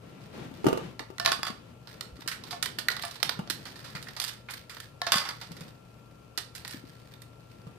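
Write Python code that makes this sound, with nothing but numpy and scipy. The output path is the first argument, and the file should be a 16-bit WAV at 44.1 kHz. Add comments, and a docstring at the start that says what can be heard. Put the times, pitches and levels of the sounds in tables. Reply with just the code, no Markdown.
"""Small plastic coins click on each other and on a hollow toy counter as a hand picks them up and drops
them through its slot to clatter down inside. Each hit is a snap, a short crack and the ring of the
thing struck; sliding coins hiss. The counter thuds under some hard clicks, dull bumps shake a camera
on the wooden floor, and an arm rustles beside it. A small hard room answers every click, over a faint
mains hum and whine."""
import sys
import numpy as np
from scipy import signal
from scipy.fft import rfft, irfft
from scipy.io import wavfile
from scipy.ndimage import uniform_filter1d

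SR = 44100
rng = np.random.default_rng(int(sys.argv[2]) if len(sys.argv) > 2 else 0)


def transcribe(u):
    """Save the signal u as a 16-bit wav file named by the first command-line argument.

    u: samples, shape (n,) or (channels, n), limited to [-1, 1]; the rate is SR.
    q: integer samples, one column per channel.
    """
    v = np.clip(np.atleast_2d(u).T, -1, 1)
    q = np.round(v * 32767).astype(np.int16)
    wavfile.write(sys.argv[1], SR, q)


N = 343274

# coin clicks: t/s, level/dB, brightness/(dB per octave), face clack/dB, crack t60/s, relative flop/dB
COIN_CLICKS = [(0.9936, -39.5, -2, 3, 0.034, -27), (1.1824, -41.5, 0.5, 4, 0.0096, -29),
               (1.873, -49, -2, -4, 0.019, -8), (2.0094, -36, 2, -0.5, 0.016, -20),
               (2.22, -49.5, -2.5, 0, 0.039, -20), (2.2764, -32, 3.5, 3.5, 0.083, -4),
               (2.315, -39, 2, 8, 0.14, -16), (2.4376, -43.5, -1, -7, 0.044, -14),
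               (2.5086, -37, 0.1, -4, 0.15, -20), (2.6259, -27, 3, 2, 0.055, -26),
               (2.6583, -32, 1.5, 2, 0.031, -20), (2.7863, -31.5, 2.4, 2.5, 0.068, -16),
               (2.8846, -26.5, 2, 10, 0.013, -25), (2.9029, -36, -1.7, 3, 0.021, -20),
               (2.9168, -36.5, 0, -16, 0.059, -16), (2.9661, -37, -1, 0, 0.027, -13),
               (2.9951, -42.5, -1.5, 4.5, 0.02, -17), (3.0242, -38, 3, -16, 0.0055, -21.5),
               (3.0505, -39.5, 4.5, 4, 0.019, -16), (3.1104, -42.5, 1, -4.5, 0.061, -20),
               (3.1564, -45.5, -1, -5, .072, -20), (3.2014, -48, -2, 0, 0.06, -20),
               (3.229, -22.5, 0.8, -0.5, 0.023, -25), (3.2932, -27.5, -1, -0.5, 0.026, -20),
               (3.4746, -50.5, -5, -4, 0.023, -9), (3.4995, -29, 3.5, 2, 0.047, -5.5),
               (3.654, -44, -0.5, 0, 0.18, -20), (3.7575, -49.5, -0.5, 1.5, 0.17, -20),
               (3.845, -46.5, -.5, -0.5, 0.27, -20), (3.951, -42, -1, 3, 0.12, -20),
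               (3.961, -51, 2.5, 15.5, 0.029, -2), (4.0261, -45.5, 4, 2, 0.05, -20),
               (4.0698, -59.5, -3, 15, 0.096, -20), (4.0851, -45, -1, 1, 0.051, -25),
               (4.165, -40, -0.5, -1, 0.16, -22), (4.1997, -30.5, 3, -1, 0.021, -11),
               (4.216, -34.5, 3, -3, 0.11, -9), (4.2402, -33.5, 4, 0.5, 0.022, -3),
               (4.2788, -37.5, 2.5, -7, 0.097, -6), (4.4866, -51, -4, 10.5, 0.14, -22),
               (4.5063, -44, 7, -3, 0.096, -17), (4.6957, -46, 2.5, 6.5, 0.22, -10),
               (4.768, -48.5, -3, 2, .028, -20), (4.8017, -43.5, 4.5, 6.5, 0.032, -18),
               (5.4127, -42.5, -0.8, -0.5, 0.17, -22), (5.5175, -49, 3, 3, 0.062, -20),
               (5.567, -50.5, 2.5, 4.5, 0.066, -22), (5.6078, -49, 3.5, 3.5, 0.083, -20),
               (6.3761, -30.5, 2.5, 0.5, 0.046, -5.5), (6.5508, -44.5, 5.3, 5, 0.082, -3),
               (6.6487, -41.5, -0.5, 2, 0.055, -20), (6.6778, -44, 7, 7, .025, -20),
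               (6.709, -45.5, 5.5, 5, .057, -20), (7.138, -52.5, 1, 1.5, .028, -23),
               (7.2188, -52, 6.5, 7, .042, -20)]
# ring of a coin: f/Hz, level/dB, t60/s
COIN_MODES = [(1440, -17, .04), (1820, -10, .035), (1980, -10, .035), (3580, -12, .025), (4050, -11, .02),
              (4400, -12, .02), (4900, -12, .02), (9400, -11, .055), (14000, -4.5, .05)]
def coin_clicks(flop_s=.0075, pan_db=-9, ticks=2, tick_db=-2.5, tick_t60=.059):
    """A coin lands rim first, then flops flat; pushed coins also tick together during each slide."""
    eq_db = [-8, -1.5, -.5, -3]
    hits = []
    for s, db, brightness, clack_db, t60, flop_db in COIN_CLICKS:
        hits.append(contact(eq_db, s, db, brightness, t60, pan_db, clack_db))
        hits.append(contact(eq_db, s + flop_s, db + flop_db, brightness, t60, pan_db, clack_db))
    places = (np.arange(ticks) + rng.random((len(SLIDES), ticks))) / ticks
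    accents_db = tick_db + rng.standard_normal(places.shape)
    for (start, length, db), where, how_hard in zip(SLIDES, places, accents_db):
        for place, accent_db in zip(where, how_hard):
            hits.append(contact(eq_db, start + place * length, db + accent_db, 0, tick_t60, pan_db))
    return strike(hits, COIN_MODES, width=1, snap_db=-5, scatter_db=5,
                  ring_db=-4.5, gain_db=.5, detune=.015)


# knocks on the top: t/s, level/dB, brightness/(dB per octave), crack t60/s, pan left/dB
TOP_KNOCKS = [(1.1984, -26.5, 1.7, 0.023, -7), (1.249, -26.5, 2, .064, -2), (1.2601, -16, 3, 0.021, -13),
              (2.5283, -37.5, -1.4, 0.047, -4), (3.035, -34.5, -1.5, 0.077, -9),
              (5.0167, -28, 0.1, 0.023, -1.5), (5.0666, -27, 0.2, 0.1, -7)]
# ring of the top: f/Hz, level/dB, t60/s
TOP_MODES = [(689, -8, .21), (1110, -13, .06), (1416, -20, .1), (1750, -14, .18), (2988, -23, .18),
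             (3900, -11, .025), (4312, -15, .03), (5200, -12, .025)]
def counter_knocks():
    """Coins knock on the hollow counter top and set it ringing."""
    eq_db = [-2, -1.5, -3, -10.5]
    hits = [contact(eq_db, *knock) for knock in TOP_KNOCKS]
    return strike(hits, TOP_MODES, width=.74, snap_db=-1, scatter_db=0,
                  ring_db=-4, gain_db=-1.5, detune=.0085)


# bounces inside the counter: t/s, level/dB, brightness/(dB per octave), crack t60/s, pan left/dB
BOUNCES = [(1.2747, -35, -2.5, 0.14, 1), (1.3183, -27, 0.9, 0.035, -8), (1.4312, -32.5, 0.1, 0.02, -6),
           (1.4675, -37, 0, .068, -9), (1.4809, -42.5, -1.5, 0.036, -5), (5.12, -21.5, 2.3, 0.039, -5.5),
           (5.1415, -28.5, 0, 0.015, -5), (5.1561, -30, 2.5, .1, -3), (5.1691, -33, 1.5, 0.099, -9),
           (5.1824, -31.5, 0.5, 0.031, -6), (5.2154, -41, -1.5, .076, -5), (5.2516, -41.5, -1, 0.17, -9),
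           (5.2886, -36.5, .4, .06, -6)]
# ring of the inside: f/Hz, level/dB, t60/s
INSIDE_MODES = [(1110, -12, .09), (1240, -14, .06), (1480, -16, .06), (1740, -15, .07), (2040, -19, .08),
                (3270, -18, .04), (3490, -10, .07), (4670, -9, .075), (5100, -13, .035), (7440, -19, .04),
                (10650, -18, .025)]
def coin_drops(rebound_s=.016, rebound_db=-8.5):
    """Coins tumble down inside; each bounce is followed by a weaker hit on another wall."""
    eq_db = [-3, .5, 0, -3.5]
    delays = rebound_s * (.5 + rng.random(len(BOUNCES)))
    hits = []
    for (s, db, brightness, t60, pan_db), delay in zip(BOUNCES, delays):
        hits.append(contact(eq_db, s, db, brightness, t60, pan_db))
        hits.append(contact(eq_db, s + delay, db + rebound_db, brightness, t60, pan_db))
    return strike(hits, INSIDE_MODES, width=.7, snap_db=5, scatter_db=2.5,
                  ring_db=-3, gain_db=1.5, detune=.0066)


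# the four bands of a hit: low f/Hz, high f/Hz, pan multiplier
HIT_BANDS = [(500, 1300, .15), (1300, 2600, .45), (2600, 6000, 1.3), (6000, 15500, 1.1)]
def contact(eq_db, s, db, brightness, t60, pan_db, clack_db=0):
    """One hit's band levels: a harder contact is brighter, and a coin's face clacks in the second band."""
    octaves = np.log2([np.sqrt(low * high) for low, high, _ in HIT_BANDS])
    tilt_db = brightness * (octaves - octaves[2])
    bands_db = db + np.array(eq_db) + tilt_db + [0, clack_db, 0, 0]
    return s, bands_db, pan_db, t60


def strike(hits, modes, width, snap_db, scatter_db, ring_db, gain_db, detune):
    """Each hit is a sharp snap, a noisy crack of dense modes and the clear ring of the thing struck."""
    t = np.arange(SR // 3) / SR
    attack = t < .009
    hz, mode_db, mode_t60 = np.transpose(modes)[:, :, None]
    filters = [signal.butter(3, band[:2], "band", fs=SR, output="sos") for band in HIT_BANDS]
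    out = np.zeros((2, N))
    for s, bands_db, pan_db, t60 in hits:
        centre, *sides = rng.standard_normal((3, len(t)))
        crack = (centre + width * np.array(sides)) / np.hypot(1, width)
        crack *= amp(-60 * t / t60) + amp(snap_db - 60 * t / .00095)
        # the point of contact decides how hard each mode is driven
        drive_db = ring_db + mode_db + scatter_db * rng.standard_normal(hz.shape)
        decay = amp(drive_db - 60 * t / mode_t60)
        detuned_hz = hz * (1 + detune * rng.standard_normal(hz.shape))
        phase = 2 * np.pi * (detuned_hz * t + rng.random(hz.shape))
        stereo_phase = phase + width * rng.standard_normal((2, *hz.shape))
        body = crack + (decay * np.sin(stereo_phase)).sum(1)
        for sos, db, (_, _, pan_scale) in zip(filters, bands_db, HIT_BANDS):
            band = signal.sosfilt(sos, body)
            band /= np.sqrt(np.mean(band[:, attack] ** 2, axis=1, keepdims=True))
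            add(out, s, band * amp(db + gain_db) * unit(pan(pan_db * pan_scale)))
    out[0] = np.roll(out[0], 3)  # the sound reaches the left a little later
    return out


# overall EQ of the hits: f/Hz, gain/dB
HIT_EQ = [(100, 44), (500, -5), (900, 0.5), (1700, 0.5), (2600, -4), (3600, 2.5), (4800, 4.5), (6200, -4),
          (8000, -1.5), (11500, -5), (14200, -10)]
def hit_tone(hits):
    """One overall EQ shapes all the clicks, knocks and bounces."""
    return coloured(hits, HIT_EQ)


# sliding strokes: t/s, length/s, level/dB
SLIDES = [(0.191, 0.073, -59.5), (0.326, .14, -62), (.51, 0.13, -61.5), (1.864, 0.088, -56.5),
          (2.147, 0.072, -55), (2.438, 0.069, -52), (3.001, .15, -50), (3.573, 0.66, -55.5),
          (4, 0.14, -60.5), (4.18, .13, -46), (4.498, .07, -47), (4.714, 0.14, -55), (5.299, 0.17, -57.5),
          (5.552, .13, -56.5), (6.546, .06, -52), (6.661, 0.095, -48.5), (6.85, 0.27, -62),
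          (7.489, 0.044, -64)]
# EQ of the friction: f/Hz, gain/dB
SLIDE_EQ = [(300, -30), (900, -16), (1700, 5.5), (2800, -3), (4600, 2), (7000, -12), (8700, -10),
            (9400, -2), (10200, -49), (14000, -3), (16000, -41)]
def coin_slides(catches_per_s=500, catch_db=14, catch_decay_s=.0021):
    """Skin and coins slide over plastic: a fine friction hiss with tiny catches in it."""
    catches = (rng.random(N) < catches_per_s / SR) * rng.exponential(1, N)
    grain = signal.lfilter([1], [1, -np.exp(-1 / (catch_decay_s * SR))], catches)
    hiss = unit(air(SLIDE_EQ) * (1 + amp(catch_db) * grain))
    return hiss * gestures(SLIDES, attack_s=.021, release_s=.033, rest_db=-71) * pan(-3)


# dull bumps on floor and camera, and low thuds of the counter under hard clicks:
# t/s, level/dB, f/Hz, relative rattle/dB, pan left/dB
BUMPS = [(0.513, -34.5, 246, -7.5, 10), (.643, -16.5, 380, -10.5, -4), (.656, -17.5, 347, -12, 15),
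         (0.666, -8.5, 316, -5.5, 2), (0.673, -22, 156, -27, -3), (0.684, -19, 435, 1, -10),
         (.728, -13, 423, -9, -5.5), (.774, -21.5, 430, -2.5, -2), (1.002, -36.5, 276, 3.5, 3),
         (1.102, -35, 380, -4, 9), (1.39, -39.5, 220, 5, 23), (1.5, -32, 223, -4, 22),
         (2.121, -44, 64, -28, -2), (2.19, -40.5, 290, -7, 7), (2.26, -40.5, 322, 1, -1),
         (2.782, -39.5, 300, -14, 8), (3.391, -24, 186, -4, 0), (3.502, -34, 320, -14, 2),
         (3.95, -35.5, 157, -1, 6), (5.155, -29.5, 188, -12, 2), (5.509, -33.5, 161, -10, 2),
         (5.612, -34, 158, -7, -1), (6.377, -40, 335, -6, 2), (6.743, -33, 262, -10, 5),
         (6.838, -38, 279, -25, 6), (7.668, -34.5, 150, -7, 0)]
# ring of the camera case: f/Hz, level/dB, t60/s
CASE_MODES = [(463, -10, .08), (620, -9, .04), (800, -12, .05), (899, -14, .1), (1195, -9, .08),
              (1400, -12, .035), (2780, -20, .09), (2934, -24, .14), (4500, -24, .06)]
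def bumps(rise_cycles=.69, scuff_hz=900, scuff_db=-9, scuff_t60=.055, width=.79):
    """A soft push swings a few times, with a dull scuff and a rattle of the camera case."""
    t = np.arange(SR // 3) / SR
    case_hz, case_db, case_t60 = np.transpose(CASE_MODES)[:, :, None]
    scuff_pole = np.exp(-2 * np.pi * scuff_hz / SR)
    out = np.zeros((2, N))
    for s, db, hz, rattle_db, pan_db in BUMPS:
        rise = hz * t / rise_cycles
        stereo_phase = width * hz / 400 * rng.standard_normal((2, 1))
        push = rise * np.exp(1 - rise) * np.sin(2 * np.pi * hz * t + stereo_phase)
        scuff = unit(signal.lfilter([1], [1, -scuff_pole], rng.standard_normal((2, len(t)))))
        scuff *= amp(scuff_db - 60 * t / scuff_t60)
        cycles = case_hz * t + rng.random((2, len(CASE_MODES), 1))
        ring = (amp(case_db - 60 * t / case_t60) * np.sin(2 * np.pi * cycles)).sum(1)
        rattle = (ring + scuff) * np.minimum(t / .00071, 1)
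        add(out, s, amp(db) * (push + amp(rattle_db) * rattle) * unit(pan(pan_db)))
    return out


# arm moves: t/s, length/s, level/dB
ARM_MOVES = [(0, 0.39, -51.5), (.32, 0.13, -42), (.52, 0.16, -48.5), (.64, 0.22, -41), (1.15, 0.56, -55),
             (1.9, 0.18, -52.5), (2.35, 0.63, -51.5), (3.22, 0.39, -50.5), (3.65, 0.45, -53.5),
             (5.47, 0.19, -51.5), (6.55, .27, -60), (7.5, 0.36, -59.5)]
# EQ of the rustle: f/Hz, gain/dB
RUSTLE_EQ = [(35, -30), (65, -7.5), (150, 5.5), (300, -2.5), (480, -4.5), (700, -11), (1200, -16),
             (3000, -19), (8000, -34), (15000, -42)]
def arm_rustle():
    """The arm shifts over the floor in low swells of noise."""
    return air(RUSTLE_EQ) * gestures(ARM_MOVES, attack_s=.034, release_s=.059, rest_db=-64.5) * pan(3)


# reverb decay: f/Hz, t60/s
REVERB_T60 = [(150, 0.13), (500, 0.16), (1400, 0.3), (4000, 0.3), (9000, 0.26), (15000, 0.21)]
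# reverb EQ: f/Hz, gain/dB
REVERB_EQ = [(100, 2), (400, 6.5), (900, 5), (1700, 0.5), (3000, 1.5), (4700, -0.5), (7000, -0.5),
             (14000, 1)]
def room_reverb(dry, wet_db=-8, early_db=-9, echoes_per_s=5000, drift_hz=.3):
    """Weak echoes from near things, then a tail from the walls; it shifts as the hand moves about."""
    length = SR // 2
    shape = (3, 2, length)  # three stereo tails
    echoes = rng.standard_normal(shape) * (rng.random(shape) < echoes_per_s / SR)
    hz, frame_s, spectra = signal.stft(echoes, SR, nperseg=256)
    spectra *= amp(read(REVERB_EQ, hz)[:, None] - 60 * frame_s / read(REVERB_T60, hz)[:, None])
    tails = signal.istft(spectra, SR, nperseg=256)[1][..., :length]
    t = np.arange(length) / SR
    tails *= np.interp(t, [.002, .004, .0105, .014], [0, amp(early_db), amp(early_db), 1])
    tails /= np.linalg.norm(tails, axis=-1, keepdims=True)
    # the send crossfades steadily round the three tails
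    angle = 2 * np.pi * (drift_hz * np.arange(N) / SR + np.arange(3)[:, None] / 6)
    crossfed = dry + .017 * dry[::-1]
    sends = np.sqrt(2 / 3) * np.cos(angle)[:, None] * crossfed
    return amp(wet_db) * signal.fftconvolve(sends, tails, axes=-1).sum(0)[:, :N]


# EQ of the room noise: f/Hz, gain/dB
ROOM_TONE_EQ = [(20, -31), (45, -9.5), (90, -3.5), (150, -1), (220, -7.5), (380, -12), (520, -9),
                (750, -16.5), (1350, -19.5), (2000, -34), (2550, -21.5), (3600, -32.5), (7000, -35),
                (14500, -40.5)]
# hum and whine partials: f/Hz, level/dB
HUM_PARTIALS = [(119, -58.5), (1362, -68), (2724, -106)]
def room_tone(noise_db=-54.5, waver_depth=.00055):
    """Room noise under a mains hum and a thin whine that waver slightly in pitch."""
    waver = unit(uniform_filter1d(rng.standard_normal(N), size=4000))
    wavering_s = np.cumsum(1 + waver_depth * waver) / SR
    hum = sum(np.sqrt(2) * amp(db) * np.sin(2 * np.pi * hz * wavering_s) for hz, db in HUM_PARTIALS)
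    return (amp(noise_db) * air(ROOM_TONE_EQ) + hum) * pan(4.5)


# stereo image of the noise layers: f/Hz, left-right correlation
CORRELATION = [(50, 0.92), (150, 1), (700, 0.067), (2000, 0.04), (10000, 0.063)]
def air(eq):
    """Coloured stereo noise of rms 1, nearly mono in the bass."""
    left, other = rfft(rng.standard_normal((2, N)))
    shared = read(CORRELATION, np.fft.rfftfreq(N, 1 / SR))
    right = shared * left + np.sqrt(1 - shared ** 2) * other
    return unit(coloured(irfft(np.array([left, right]), N), eq))


def gestures(moves, attack_s, release_s, rest_db):
    """Envelope of movements: each builds, holds and dies away to a resting level."""
    t = np.arange(N) / SR
    power = amp(rest_db) ** 2
    for start, length, db in moves:
        attack = np.clip((t - start) / attack_s, 0, 1)
        release = np.exp(-np.clip((t - start - length) / release_s, 0, 20))
        power = power + (amp(db) * attack * release) ** 2
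    return np.sqrt(power)


def amp(db):
    """Decibels to gain."""
    return 10 ** (np.asarray(db) / 20)


def pan(db):
    """Stereo gains with the left db above the right."""
    return amp([[db / 2], [-db / 2]])


def unit(x):
    """Scales to rms 1."""
    return x / np.sqrt(np.mean(x ** 2) + 1e-20)


def read(curve, hz):
    """Reads a curve on a log-frequency axis."""
    f, value = np.transpose(curve)
    return np.interp(np.log(hz + 1), np.log(f), value)


def coloured(x, eq):
    """Filters by an EQ curve in dB."""
    return irfft(rfft(x) * amp(read(eq, np.fft.rfftfreq(N, 1 / SR))), N)


def add(mix, s, sound):
    """Mixes a stereo sound in at time s."""
    part = mix[:, max(round(s * SR), 0):][:, :sound.shape[1]]
    part += sound[:, :part.shape[1]]


def scene():
    """Coins and counter in the room; handling comes mostly through solid things and stays a bit drier."""
    toy = hit_tone(coin_clicks() + counter_knocks() + coin_drops()) + coin_slides()
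    handling = bumps() + arm_rustle()
    return toy + handling + room_reverb(toy + amp(-1) * handling) + room_tone()


def record(dry):
    """A steep low-pass at 14.8 kHz takes off the top."""
    lowpass = signal.firwin(301, 14800, window=("kaiser", 7), fs=SR)
    return signal.oaconvolve(dry, lowpass[None], "same")


dry = scene()
out = record(dry)
transcribe(out)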